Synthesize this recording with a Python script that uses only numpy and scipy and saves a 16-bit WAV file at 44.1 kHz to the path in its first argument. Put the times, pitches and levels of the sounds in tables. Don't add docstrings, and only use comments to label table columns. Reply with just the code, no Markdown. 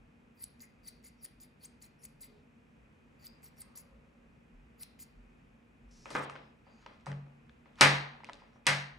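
import sys
import numpy as np
from scipy import signal
from scipy.fft import rfft, irfft
from scipy.io import wavfile

SR = 44100
rng = np.random.default_rng(int(sys.argv[2]) if len(sys.argv) > 2 else 0)


def boost(x):
    u = np.asarray(x, float) / 20
    return 10 ** u


def dump(signal):
    limited = np.clip(np.atleast_2d(signal).T, -1, 1)
    pcm = np.round(limited * 32767).astype(np.int16)
    wavfile.write(sys.argv[1], SR, pcm)


N = 396018

# start_s, peak_db, clatter_hz, crack_db, thump_db
FLAT_BLOWS = [
    (6.104, -37.5, 1300, -14, 6),
    (6.151, -18, 1180, -30.5, -1),
    (7.8098, -3, 1660, -11.5, -4.5),
    (8.667, -13.5, 2310, -7.5, -9),
]


def rms_one(x):
    return x / np.sqrt(np.mean(x ** 2) + 1e-20)


def in_time(tables, silent=-130):
    out = np.full((len(tables[0][0]) - 1, N), float(silent))
    for table in tables:
        s, *columns = np.transpose(table)
        s = np.r_[s[0] - .002, np.maximum.accumulate(s), s.max() + .015]
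        i = np.arange(max(int(s[0] * SR), 0), min(int(s[-1] * SR), N))
        curves = [np.interp(i / SR, s, np.r_[silent, column, silent]) for column in columns]
        out[:, i] = np.maximum(out[:, i], curves)
    return out


def at_hz(points, hz):
    return np.interp(np.log(hz), np.log(np.array(points)[:, 0]), np.array(points)[:, 1])


def bin_hz(size):
    return np.maximum(np.arange(size // 2 + 1) * SR / size, 10)


def drift(rate):
    r = np.exp(-80 * np.pi * rate / SR)
    slow = signal.lfilter([1], [1, -2 * r, r * r], rng.standard_normal(N // 40 + 2002))[2000:]
    return np.interp(np.arange(N) / 40, np.arange(len(slow)), rms_one(slow))


def band(x, low_hz, high_hz):
    return signal.sosfilt(signal.butter(2, [low_hz, high_hz], "band", fs=SR, output="sos"), x)


def resonance(x, width_hz, hz):
    r = np.exp(-np.pi * width_hz / SR)
    zeros = np.array([1, 0, -1]) * (1 - r * r) / 2
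    return signal.lfilter(zeros, [1, -2 * r * np.cos(2 * np.pi * hz / SR), r * r], x + 1e-18)


def ring(clicks, hz, t60):
    r, w = boost(-60 / (t60 * SR)), 2 * np.pi * hz / SR
    return signal.lfilter([0, np.sin(w)], [1, -2 * r * np.cos(w), r * r], clicks + 1e-18)


def grit(per_s, spread_db):
    sizes = boost(spread_db * np.minimum(rng.exponential(1, N), 4)) * rng.choice([-1, 1], N)
    return rms_one(sizes * (rng.random(N) < per_s / SR))


def stereo_noise(spectrum, likeness, size):
    hz = bin_hz(size)
    mid, side = rfft(rng.standard_normal((2, size)))
    alike = np.clip(at_hz(likeness, hz), -1, 1)
    pair = np.sqrt(1 + alike) * mid + np.sqrt(1 - alike) * side * [[1], [-1]]
    return hz, boost(at_hz(spectrum, hz)) * pair


def add(track, s, sound):
    i = round(s * SR)
    track[i:i + len(sound)] += sound[:N - i]


def swishes(rows, edge_db, width_share):
    out = np.zeros(N)
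    for start_s, peak_s, end_s, db, hz in rows:
        t = start_s + np.arange(round((end_s - start_s) * SR)) / SR
        noise = rms_one(resonance(rng.standard_normal(SR), width_share * hz, hz))[:len(t)]
        level_db = np.interp(t, [start_s, peak_s, end_s], [db + edge_db, db, db + edge_db])
        add(out, start_s, boost(level_db) * noise)
    return out


def swells(rows, fade_s):
    return [(s - swell_s, s, s + fade_s, db, hz) for s, swell_s, db, hz in rows]


def hum():
    # freq_hz, density_db
    air_spectrum = [(15, -42), (28, -25.5), (59, 1), (112, -5.5), (142, 0), (172, -5.5), (243, -5),
                    (271, -13), (462, -10.5), (660, -15.5), (2600, -20), (3000, -26), (4150, -38),
                    (7680, -40.5), (12400, -52.5), (13000, -66.5)]
    # freq_hz, coherence
    air_likeness = [(60, 0.84), (130, 1), (290, -0.021), (640, -0.27), (1410, -0.19), (3100, -0.035),
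                    (6820, 0.63), (15000, 0.0036)]
    # freq_hz, width_hz, level_db
    duct_modes = [(153, 64, -73.5), (233.8, 19, -66.5), (471.7, 16, -83), (2480, 64, -83.5)]
    air = irfft(stereo_noise(air_spectrum, air_likeness, N)[1], N)
    ducts = 0
    for hz, width_hz, db in duct_modes:
        tone = rms_one(resonance(rng.standard_normal(N), width_hz, hz))
        ducts = ducts + boost(db + 0.31 * drift(22)) * tone
    return boost(-64.5 + 0.84 * drift(0.8)) * rms_one(air) + ducts


def thuds():
    # peak_s, level_db
    thud_events = [(0.0, -54), (0.8, -56), (1.07, -58), (1.36, -56), (1.75, -66), (2.22, -56), (3.3, -56),
                   (3.93, -52), (4.279, -59), (4.56, -46), (5.18, -45.5), (5.86, -46), (7.13, -54),
                   (8.96, -50)]
    # lag_s from the peak, level_db
    thud_shape = [
        (-.1, -35),
        (0, -2),
        (.14, -13),
        (.3, -18),
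    ]
    level_db, = in_time([[(s + lag_s, db + shape_db) for lag_s, shape_db in thud_shape]
                         for s, db in thud_events])
    pitch_hz = 48 * boost(1.4 * drift(5))
    level_db = np.maximum(level_db, -69.5 + 4.0 * drift(4))
    return boost(level_db - 4.5) * np.sin(2 * np.pi * np.cumsum(pitch_hz) / SR)


def room(x):
    # freq_hz, level_db
    colour = [(150, -1.5), (500, 6), (1500, -0.5), (4000, 2.5), (7000, -11), (11000, -9), (14300, -8.5),
              (15500, -28)]
    # freq_hz, coherence
    likeness = [(130, 1.0), (290, .95), (640, -.05), (4200, 0), (6000, .97), (7400, .97), (10000, 0),
                (12300, -1.05)]
    # freq_hz, t60_s
    decay = [(150, 0.41), (500, 0.54), (1500, 0.56), (4000, 0.48), (7000, 0.32), (12000, 0.27)]
    # freq_hz, level_db
    balance = [(150, -2.5), (500, 2.5), (1500, 2), (4000, 3), (8000, 1), (11000, -1)]
    size = 2 ** 15
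    hz, noise = stereo_noise(colour, likeness, size)
    t, tail = np.arange(size) / SR, 0
    for centre_hz in 60 * 2 ** np.arange(0, 8.5, .5):
        window = np.cos(np.pi * np.clip(np.log2(hz / centre_hz), -.5, .5)) ** 2
        part = irfft(noise * window, size) * boost(-60 * t / at_hz(decay, centre_hz))
        energy = np.sum(part ** 2, axis=1, keepdims=True) + 1e-20
        sides = boost(at_hz(balance, centre_hz) / 2 * np.array([[1], [-1]]))
        tail = tail + part * np.sqrt(energy.mean() / energy) * sides
    tail = tail * (1 - np.exp(-(t / 0.0018) ** 2))
    return signal.fftconvolve(x[None], tail / np.sqrt(np.sum(tail ** 2) / 2), axes=1)[:, :N]


def at_ports(x, pan_db):
    # freq_hz, phase_rad
    port_phase = [(300, 0), (2000, -.6), (4000, .2), (6500, -.3), (8000, -.9), (10000, -1.7),
                  (12000, -2.45), (13600, -3.14)]
    turn = np.exp(.5j * at_hz(port_phase, bin_hz(N)))
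    left, right = turn * boost(pan_db / 2 * turn.real), boost(-pan_db / 2 * turn.real) / turn
    return irfft(rfft(x) * np.array([left, right]), N)


def shifting_dog():
    # start_s, peak_s, end_s, level_db, centre_hz
    shifts = [
        (2.15, 2.32, 2.5, -71, 434),
        (3.55, 3.93, 4.4, -75, 526),
        (3.58, 3.62, 4.4, -74, 1104),
    ]
    return swishes(shifts, edge_db=-17, width_share=0.12)


def table_boom():
    # start_s, level_db
    pushes = [(6.105, -49), (6.153, -40.5), (6.24, -44), (7.066, -28.5), (7.809, -20), (8.206, -72),
              (8.667, -27.5)]
    # freq_hz, level_db, t60_s
    frame_modes = [(65, -24.5, 0.52), (105, -15.5, 0.33), (190, -10.5, 0.4)]
    boom_hz, boom_t60_s, swell_s = 142.2, 0.5, 0.067
    push, out = np.zeros(N), 0
    for s, db in pushes:
        add(push, s, boost(db + 3.5) * np.ones(1))
    for hz, db, t60 in [(boom_hz, 0, boom_t60_s)] + frame_modes:
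        swell_t60 = 1 / (1 / t60 + 1 / swell_s / np.log(1000))
        out = out + boost(db) * (ring(push, hz, t60) - ring(push, hz, swell_t60))
    return out


def table_top():
    # freq_hz, level_db, t60_s
    top_modes = [(281, -7, 0.4), (390, -9.5, 0.68), (526, -3.5, 0.38), (750, -16.5, 0.35),
                 (828, -11.5, 0.2), (970, -5, 0.4), (1240, -2, 0.27), (1490, -2, 0.27), (1678, -2.5, 0.3),
                 (1970, -4, 0.31), (2020, -6, 0.25), (2130, -13.5, 0.54), (2295, -10, 0.3),
                 (2440, -7, 0.65)]
    longest_s = .36
    out, click = np.zeros(N), band(1. * (np.arange(20000) == 0), 220, 5000)
    strengths_db = rng.normal(0, 3, (len(FLAT_BLOWS), len(top_modes)))
    for (s, db, *rest), strength_db in zip(FLAT_BLOWS, strengths_db):
        for (hz, mode_db, t60), own_db in zip(top_modes, strength_db):
            add(out, s, boost(db - 24 + mode_db + own_db) * ring(click, hz, min(t60, longest_s)))
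    return out


def brush_body():
    # start_s, freq_hz, level_db, t60_s
    body_rings = [(6.151, 1564, -30, 0.088), (6.151, 974, -42, 0.1), (6.151, 491, -36, 0.21),
                  (6.151, 400, -45, .15), (7.8105, 387, -30.5, .21), (7.8098, 861, -24, 0.066),
                  (7.81, 1460, -25.5, .089), (7.8111, 2200, -23.5, .08), (7.8094, 2540, -28, .2),
                  (7.8104, 2980, -30.5, .18), (8.667, 1970, -27, 0.071), (8.667, 541, -53, 0.17),
                  (8.667, 2670, -36, 0.15)]
    # start_s, peak_s, end_s, level_db, centre_hz
    rustles = [(2.24, 2.27, 2.41, -79, 3800), (5.91, 6.236, 6.25, -64, 5500),
               (6.222, 6.236, 6.25, -61, 8400), (6.17, 6.185, 6.2, -59, 8500)]
    out, click = swishes(rustles, -5, width_share=0.23), 1. * (np.arange(9000) == 0)
    for s, hz, db, t60 in body_rings:
        add(out, s, boost(db) * ring(click, hz, t60))
    return out


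def wire_song():
    # start_s, peak_s, end_s, level_db, pitch_hz
    songs = [(6.66, 6.74, 6.95, -80, 4680), (6.7, 6.81, 6.86, -83, 6600), (8.34, 8.37, 8.45, -80, 4850),
             (8.53, 8.56, 8.575, -81, 5700), (7.79, 7.805, 7.81, -53, 2500), (7.79, 7.805, 7.81, -60, 1200),
             (7.79, 7.805, 7.81, -62.5, 4600), (8.655, 8.662, 8.667, -63, 2620),
             (6.29, 6.34, 6.5, -80, 5100)]
    return swishes(songs, edge_db=-5, width_share=0.049)


def bristles():
    # start_s, end_s, start_db, end_db, brightness_db
    sweeps = [(5.884, 6.046, -83, -86, 18.5), (6.056, 6.1, -73, -55, 8), (6.113, 6.168, -46, -37, 5.5),
              (6.168, 6.3, -53, -76, -13), (6.647, 6.852, -73, -61, -21), (6.864, 7.032, -56, -67.5, -7),
              (7.71, 7.807, -80, -42, -4.5), (8.337, 8.554, -55, -76, -12), (8.632, 8.663, -85.5, -52, -14)]
    # freq_hz, density_db
    scratch_spectrum = [(500, -10), (1000, 11), (2000, 5.5), (3500, -1), (5000, -2.5), (5700, -0.5),
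                        (6600, -9.5), (8000, -10), (11000, -11), (14000, -16.5)]
    level_db, bright_db = in_time([[(start_s, start_db, bright), (end_s, end_db, bright)]
                                   for start_s, end_s, start_db, end_db, bright in sweeps])
    grains = rfft(grit(per_s=15000, spread_db=3.0))
    scratch = rms_one(irfft(grains * boost(at_hz(scratch_spectrum, bin_hz(N))), N))
    high = signal.sosfilt(signal.butter(2, 3000, "high", fs=SR, output="sos"), scratch)
    return boost(level_db - 11.5 + 2.7 * drift(20)) * (scratch - high + boost(bright_db) * high)


def taps():
    # start_s, peak_db, handle_hz, crack_db, room_db
    light_taps = [(6.057, -35.5, 1200, -14, 2.5), (6.152, -37, 457, -51, -37),
                  (6.361, -38.5, 1480, -24, -4.5), (6.863, -39, 2740, -21, -16),
                  (7.128, -43, 1480, -37, -15), (6.236, -41.5, 1521, -20, 6),
                  (6.2975, -33.5, 1220, -7, -1.5), (6.104, -41, 3460, -5, 3.5), (6.355, -37, 1040, -38, -1),
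                  (6.667, -57, 840, -34, 12.5), (6.862, -36.5, 940, -42, -2), (7.067, -33, 910, -13.5, 4),
                  (7.117, -37, 1876, -5, -30), (7.265, -53, 750, -31, 2), (7.495, -47.5, 1700, -40, -12),
                  (7.658, -49.5, 994, -44.5, 2.5), (8.151, -44.5, 880, -30, -2),
                  (8.204, -46.5, 890, -29, 1), (8.235, -42.5, 967, -35, -4), (8.245, -34, 2440, -14, -15),
                  (8.252, -45, 2840, -22, -22), (8.3425, -49, 4500, -7, -13), (8.289, -37, 1010, -30.5, -6),
                  (8.296, -31.5, 970, -18, -8), (8.3327, -34.5, 3700, -16, -16.5),
                  (8.268, -46, 2800, -20, -2), (8.321, -51, 2000, -11, -15), (8.354, -50, 2913, -18, -15),
                  (8.42, -49.5, 949, -31.5, 1.5), (8.437, -52.5, 900, -32, 0), (8.559, -55, 798, -22, 7)]
    # start_s, peak_db, handle_hz, crack_db, room_db
    grazes = [(7.0, -57.5, 3850, -21, -13), (7.009, -61, 5800, -19, -12), (7.06, -42.5, 1900, 1, 3),
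              (7.776, -53.5, 1190, -15, -12), (7.787, -42, 1400, -4.5, -12), (7.757, -55, 3490, -6.5, -6.5),
              (7.7993, -41.5, 2406, -8.5, 4), (8.656, -48, 2500, -35, 0)]
    # multiple of handle_hz, level_db
    handle_modes = [(1.003, -3), (2.048, -8.5), (3.05, -19.5), (5.1, -22.5)]
    near, feed, t = np.zeros(N), np.zeros(N), np.arange(2500) / SR
    hits, click = sorted(light_taps + grazes), 1. * (t == 0)
    touch = np.hanning(9) / 4
    touch = np.pad(touch, (0, len(t) - len(touch)))
    rattles = rng.standard_normal((len(hits), len(t)))
    strengths_db = rng.normal(0, 1.5, (len(hits), len(handle_modes)))
    for (s, db, hz, crack_db, room_db), rattle, strength_db in zip(hits, rattles, strengths_db):
        crack = band(band(rattle * (t / .0003) * np.exp(-t / 0.00027), 3200, 8200), 2000, 10500)
        knock = band(rattle * (t * hz) * np.exp(-t * hz / 0.97), 0.72 * hz, 1.4 * hz)
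        sound = boost(crack_db - 2.0) * crack / np.max(np.abs(crack))
        sound = sound + boost(-5.5) * knock / np.max(np.abs(knock))
        for (multiple, mode_db), own_db in zip(handle_modes, strength_db):
            mode = ring(touch, min(multiple * hz, 9000), 16 / hz / np.sqrt(multiple))
            sound = sound + boost(mode_db + own_db + 3) * mode
        add(near, s, boost(db) * band(sound, 0.65 * hz, 14000))
        into_room = boost(crack_db + 18.0) * band(click, 3000, 9000) + boost(20.5) * band(click, 180, 1.88 * hz)
        add(feed, s, boost(db + room_db) * into_room)
    return near, feed


def slams():
    near, feed, t = np.zeros(N), np.zeros(N), np.arange(9000) / SR
    rattles, click = rng.standard_normal((len(FLAT_BLOWS), len(t))), 1. * (t == 0)
    for (s, db, hz, crack_db, thump_db), rattle in zip(FLAT_BLOWS, rattles):
        rise = rattle * (t / 0.0008)
        crack = band(band(rise * np.exp(-t / 0.00076), 2200, 8500), 1100, 11500)
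        crack = crack + boost(-16) * band(rise * np.exp(-t / 0.0011), 10000, 11000)
        clatter = band(rattle, 650, 1.43 * hz) + boost(crack_db + 5.5) * band(rattle, 1400, 2500)
        clatter = clatter * (1 - np.exp(-t / 0.00093)) * np.exp(-t / 0.042)
        clatter = band(band(clatter, 300, 8700), 200, 9700)
        blow = boost(crack_db + 11.0) * crack / np.max(np.abs(crack)) + boost(-4.5) * clatter
        add(near, s, boost(db) * blow)
        into_room = boost(crack_db + 31.0) * band(click, 3800, 9700)
        into_room = into_room + boost(crack_db + 27.5) * band(click, 1400, 2200)
        into_room = into_room + boost(23.5) * band(click, 620, 1.255 * hz)
        into_room = into_room + boost(thump_db + 23.0) * band(click, 140, 825)
        add(feed, s, boost(db) * into_room)
    return near, feed


def dust():
    # peak_s, swell_s, level_db, centre_hz
    hisses = [(.39, .04, -72, 15200), (.845, .01, -72, 14800), (.895, .01, -68, 15000),
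              (1.225, .015, -66, 15200), (1.65, .025, -60, 15000), (1.848, .01, -67, 14800),
              (3.268, .01, -64, 15000), (3.472, .01, -68, 14800), (3.8, .01, -61, 14200),
              (4.825, .03, -56, 14800), (5.012, .012, -56, 14800), (6.225, .018, -66, 14500)]
    return band(swishes(swells(hisses, fade_s=.02), edge_db=-5, width_share=.15), 10800, 18000)


def squeaks():
    # start_s, length_s, from_hz, to_hz, level_db
    glides = [(0.608, 0.019, 7000, 6360, -58), (0.87, 0.018, 4610, 8730, -61),
              (1.635, 0.026, 3950, 8640, -64.5), (2.03, 0.018, 3580, 9100, -69),
              (3.594, 0.026, 3800, 8800, -68.5)]
    out, chatter = np.zeros(N), boost(7.6 * drift(74))
    for s, length_s, from_hz, to_hz, db in glides:
        u = np.arange(round(length_s * SR)) / (length_s * SR)
        phase = 2 * np.pi * np.cumsum(from_hz + (to_hz - from_hz) * u) / SR
        add(out, s, boost(db) * np.sin(np.pi * u) ** .5 * np.sin(phase))
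    return out * chatter


def bowed():
    # peak_s, swell_s, level_db, pitch_hz
    bowed_modes = [(.412, .04, -68, 4730), (.41, .02, -68, 1950), (.43, .035, -66, 10500),
                   (.645, .015, -70, 10900), (.62, .012, -68, 6700), (.868, .035, -66, 4660),
                   (.86, .015, -70, 11500), (1.053, .013, -70, 6900), (1.082, .017, -72, 10700),
                   (1.205, .025, -75, 5530), (1.235, .025, -68, 4770), (1.245, .02, -69, 7000),
                   (1.445, .02, -69, 10800), (1.428, .025, -69, 4870), (1.425, .015, -70, 6800),
                   (1.64, .035, -68, 4470), (1.655, .012, -66, 4600), (1.635, .035, -72, 12000),
                   (1.822, .008, -68, 4600), (1.848, .013, -69, 4100), (1.86, .02, -70, 10600),
                   (1.84, .015, -71, 5500), (2.02, .035, -75, 5500), (2.04, .05, -68, 10800),
                   (2.03, .015, -73, 7000), (2.222, .012, -67, 10700), (2.237, .02, -69, 4000),
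                   (2.222, .012, -70, 8100), (3.25, .06, -70, 4690), (3.25, .06, -68, 12200),
                   (3.235, .035, -76, 7000), (3.47, .03, -71, 5500), (3.465, .025, -70, 12000),
                   (3.585, .025, -74, 5600), (3.597, .03, -67, 11900), (3.768, .013, -67, 5900),
                   (3.792, .022, -68, 10600), (3.79, .015, -68, 5500), (3.79, .01, -70, 7700),
                   (4.803, .023, -66, 11800), (4.8, .015, -72, 7040), (4.829, .015, -65, 5200),
                   (5.01, .015, -66, 6900), (5.015, .015, -64, 11800), (5.012, .015, -68, 4900),
                   (5.03, .012, -68, 6600)]
    return swishes(swells(bowed_modes, fade_s=.012), edge_db=-8, width_share=0.024)


def releases():
    # start_s, peak_db, lowest_hz
    tick_events = [(0.4395, -38.5, 1800), (0.44, -36, 12000), (1.401, -56, 12000), (2.054, -41, 12000),
                   (0.596, -52, 1500), (1.029, -58, 5800), (1.261, -41.5, 1760), (1.807, -57, 5000),
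                   (2.053, -44, 1800), (2.198, -60, 1800), (2.207, -50, 9000), (3.268, -44, 1800),
                   (3.279, -39, 9000), (3.422, -56, 6000), (3.758, -54, 9500), (4.833, -34.5, 1800),
                   (4.993, -45, 8000), (7.8096, -26, 12000), (8.667, -31, 11000)]
    out, t = np.zeros(N), np.arange(200) / SR
    for (s, db, low_hz), tick in zip(tick_events, rng.standard_normal((len(tick_events), len(t)))):
        add(out, s, boost(db - 2.0) * band(tick * np.exp(-t / 0.00059), low_hz, 16000))
    return out


def tip_clicks():
    # start_s, peak_db, ring_hz
    click_events = [(0.44, -23.5, 10400), (0.8826, -38, 4580), (1.038, -68, 6940), (1.2456, -31, 10400),
                    (1.234, -36, 10400), (1.258, -40, 8870), (1.4011, -58, 4730), (1.658, -37, 8600),
                    (1.819, -50, 4500), (2.0513, -33.5, 11140), (2.2088, -43, 10800), (3.268, -35, 4840),
                    (3.2784, -69, 4700), (3.431, -59, 4800), (3.6176, -33.5, 8870), (3.758, -35, 12300),
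                    (3.775, -31, 11500), (4.81, -38, 10400), (4.8285, -35, 9700), (4.9915, -55, 10700)]
    out, t = np.zeros(N), np.arange(1200) / SR
    ticks = rng.standard_normal((len(click_events), len(t)))
    for (s, db, hz), tick in zip(click_events, ticks):
        burst = np.diff(tick * (t / .0005) * np.exp(-t / 0.00031), prepend=0)
        struck = np.sin(2 * np.pi * hz * t) * (1 - np.exp(-t / .0006)) * np.exp(-t / .0011)
        add(out, s, boost(db) * (boost(-33) * burst / np.max(np.abs(burst)) + boost(2.0) * struck))
    return out


def strokes():
    # tips_s, level_db, edge_over_bending_db, middle_hz, edge_hz
    closings = [(0.44, -56, 5, 8100, 11200), (0.888, -57.5, 2.5, 8900, 9900),
                (1.655, -60.5, 1, 9100, 10400), (3.266, -59.5, 1, 7300, 12200),
                (3.618, -58, 3.5, 8890, 11600)]
    # tips_s, level_db, edge_over_bending_db, middle_hz, edge_hz
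    quick_closings = [(1.252, -53.5, 3.6, 7000, 10400), (2.054, -59, 5.7, 8400, 11400),
                      (4.832, -52, 2.4, 8440, 10600)]
    # tips_s, level_db, edge_over_bending_db, middle_hz, edge_hz
    openings = [(0.603, -63.5, 0.14, 6500, 10900), (1.036, -64.5, -0.16, 6900, 11200),
                (1.4, -64.5, 1, 6900, 11800), (1.814, -63, 0, 7300, 11400),
                (2.206, -59.5, 1.7, 8100, 10600), (3.428, -63.5, -1.3, 7500, 12200),
                (3.754, -60, 1.3, 6900, 10400), (4.989, -60.5, 0.7, 6940, 11200)]
    # lag_s from the tips, bending_db, middle_db, edge_db
    closing_shape = [
        (-.085, -49, -63, -51),
        (-.04, -10, -21, -17),
        (-.012, -5.5, -18.5, 1.5),
        (0, 4, 3.5, 1.5),
        (0.012, -20, -9, -29),
    ]
    # lag_s from the tips, bending_db, middle_db, edge_db
    opening_shape = [
        (0, -4.5, -9.5, -12),
        (.009, -4.5, -2.5, 3),
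        (.035, -2.5, -6.5, 2.2),
        (0.065, -17, -15, -14),
    ]
    kinds = [(closings, closing_shape, 1), (quick_closings, closing_shape, 0.66), (openings, opening_shape, 1)]
    tables = []
    for rows, shape, share in kinds:
        for s, db, tilt_db, middle_hz, edge_hz in rows:
            tables.append([(s + lag_s * share, db - tilt_db + low_db, db + middle_db, db + tilt_db + edge_db,
                            middle_hz, edge_hz) for lag_s, low_db, middle_db, edge_db in shape])
    return in_time(tables)


def blades():
    # freq_hz, width_hz, level_db
    low_modes = [(2080, 220, -8), (3540, 2300, -10), (4700, 420, -5), (5800, 290, -20)]
    # freq_hz, width_hz, level_db
    middle_modes = [(6140, 410, -47), (6900, 540, -0.5), (7830, 70, -5.5), (8100, 470, -3), (8870, 220, -1)]
    # freq_hz, width_hz, level_db
    edge_modes = [(9640, 670, -3.5), (10400, 290, -2.5), (11200, 1000, 0.5), (12200, 320, 3)]
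    low_db, middle_db, edge_db, middle_hz, edge_hz = strokes()
    rub = grit(per_s=6000, spread_db=1.0)
    out = band(rub * boost(middle_db - 4.0), 2940, 9500)
    out = out + band(rub * boost(low_db - 1.0), 4400, 6000)
    out = out + band(rub * boost(edge_db + 12), 13500, 16500)
    families = [(low_db, low_modes, None), (middle_db, middle_modes, middle_hz), (edge_db, edge_modes, edge_hz)]
    for level_db, modes, peak_hz in families:
        for k, (hz, width_hz, db) in enumerate(modes):
            off_db = 0
            if peak_hz is not None:
                off_db = -9 * np.minimum(np.abs(hz - peak_hz) / hz / 0.1, 1)
            drive = rub * boost(level_db + db + off_db + 5.5 * drift(45))
            gain = np.sqrt(SR / np.pi / width_hz) * boost(-0.5)
            out += (-1) ** k * resonance(drive, width_hz, hz) * gain
    return out


def scene():
    edges, ticks = blades(), releases()
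    scissors, singing = edges + ticks, tip_clicks() + squeaks()
    brush = bristles() + wire_song() + shifting_dog()
    near, feed = np.add(slams(), taps())
    top, bowing, hiss = table_top() + brush_body(), bowed(), dust()
    dull = signal.sosfilt(signal.cheby2(8, 50, 15300, fs=SR, output="sos"), feed)
    direct = at_ports(scissors + singing + bowing + hiss, pan_db=2.5)
    direct = direct + boost(-10) * hiss + boost(-3.5) * band(ticks, 12500, 16500)
    direct = direct + at_ports(near + brush + top, pan_db=0.4)
    direct = direct + table_boom() * boost([[.3], [-.3]])
    sent = boost(-8.0) * scissors + boost(-7) * singing + boost(-17) * bowing + boost(-5.5) * brush + boost(-0.5) * dull
    return direct + room(sent) + hum() + thuds()


def top_cut(x):
    return signal.sosfilt(signal.butter(12, 16680, fs=SR, output="sos"), x)


def record(dry):
    dry = signal.sosfilt(signal.cheby2(10, 60, 16900, fs=SR, output="sos"), dry)
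    mix = signal.sosfilt(signal.butter(2, 17000, fs=SR, output="sos"), dry)
    return top_cut(mix)


dry = scene()
out = record(dry)
dump(out)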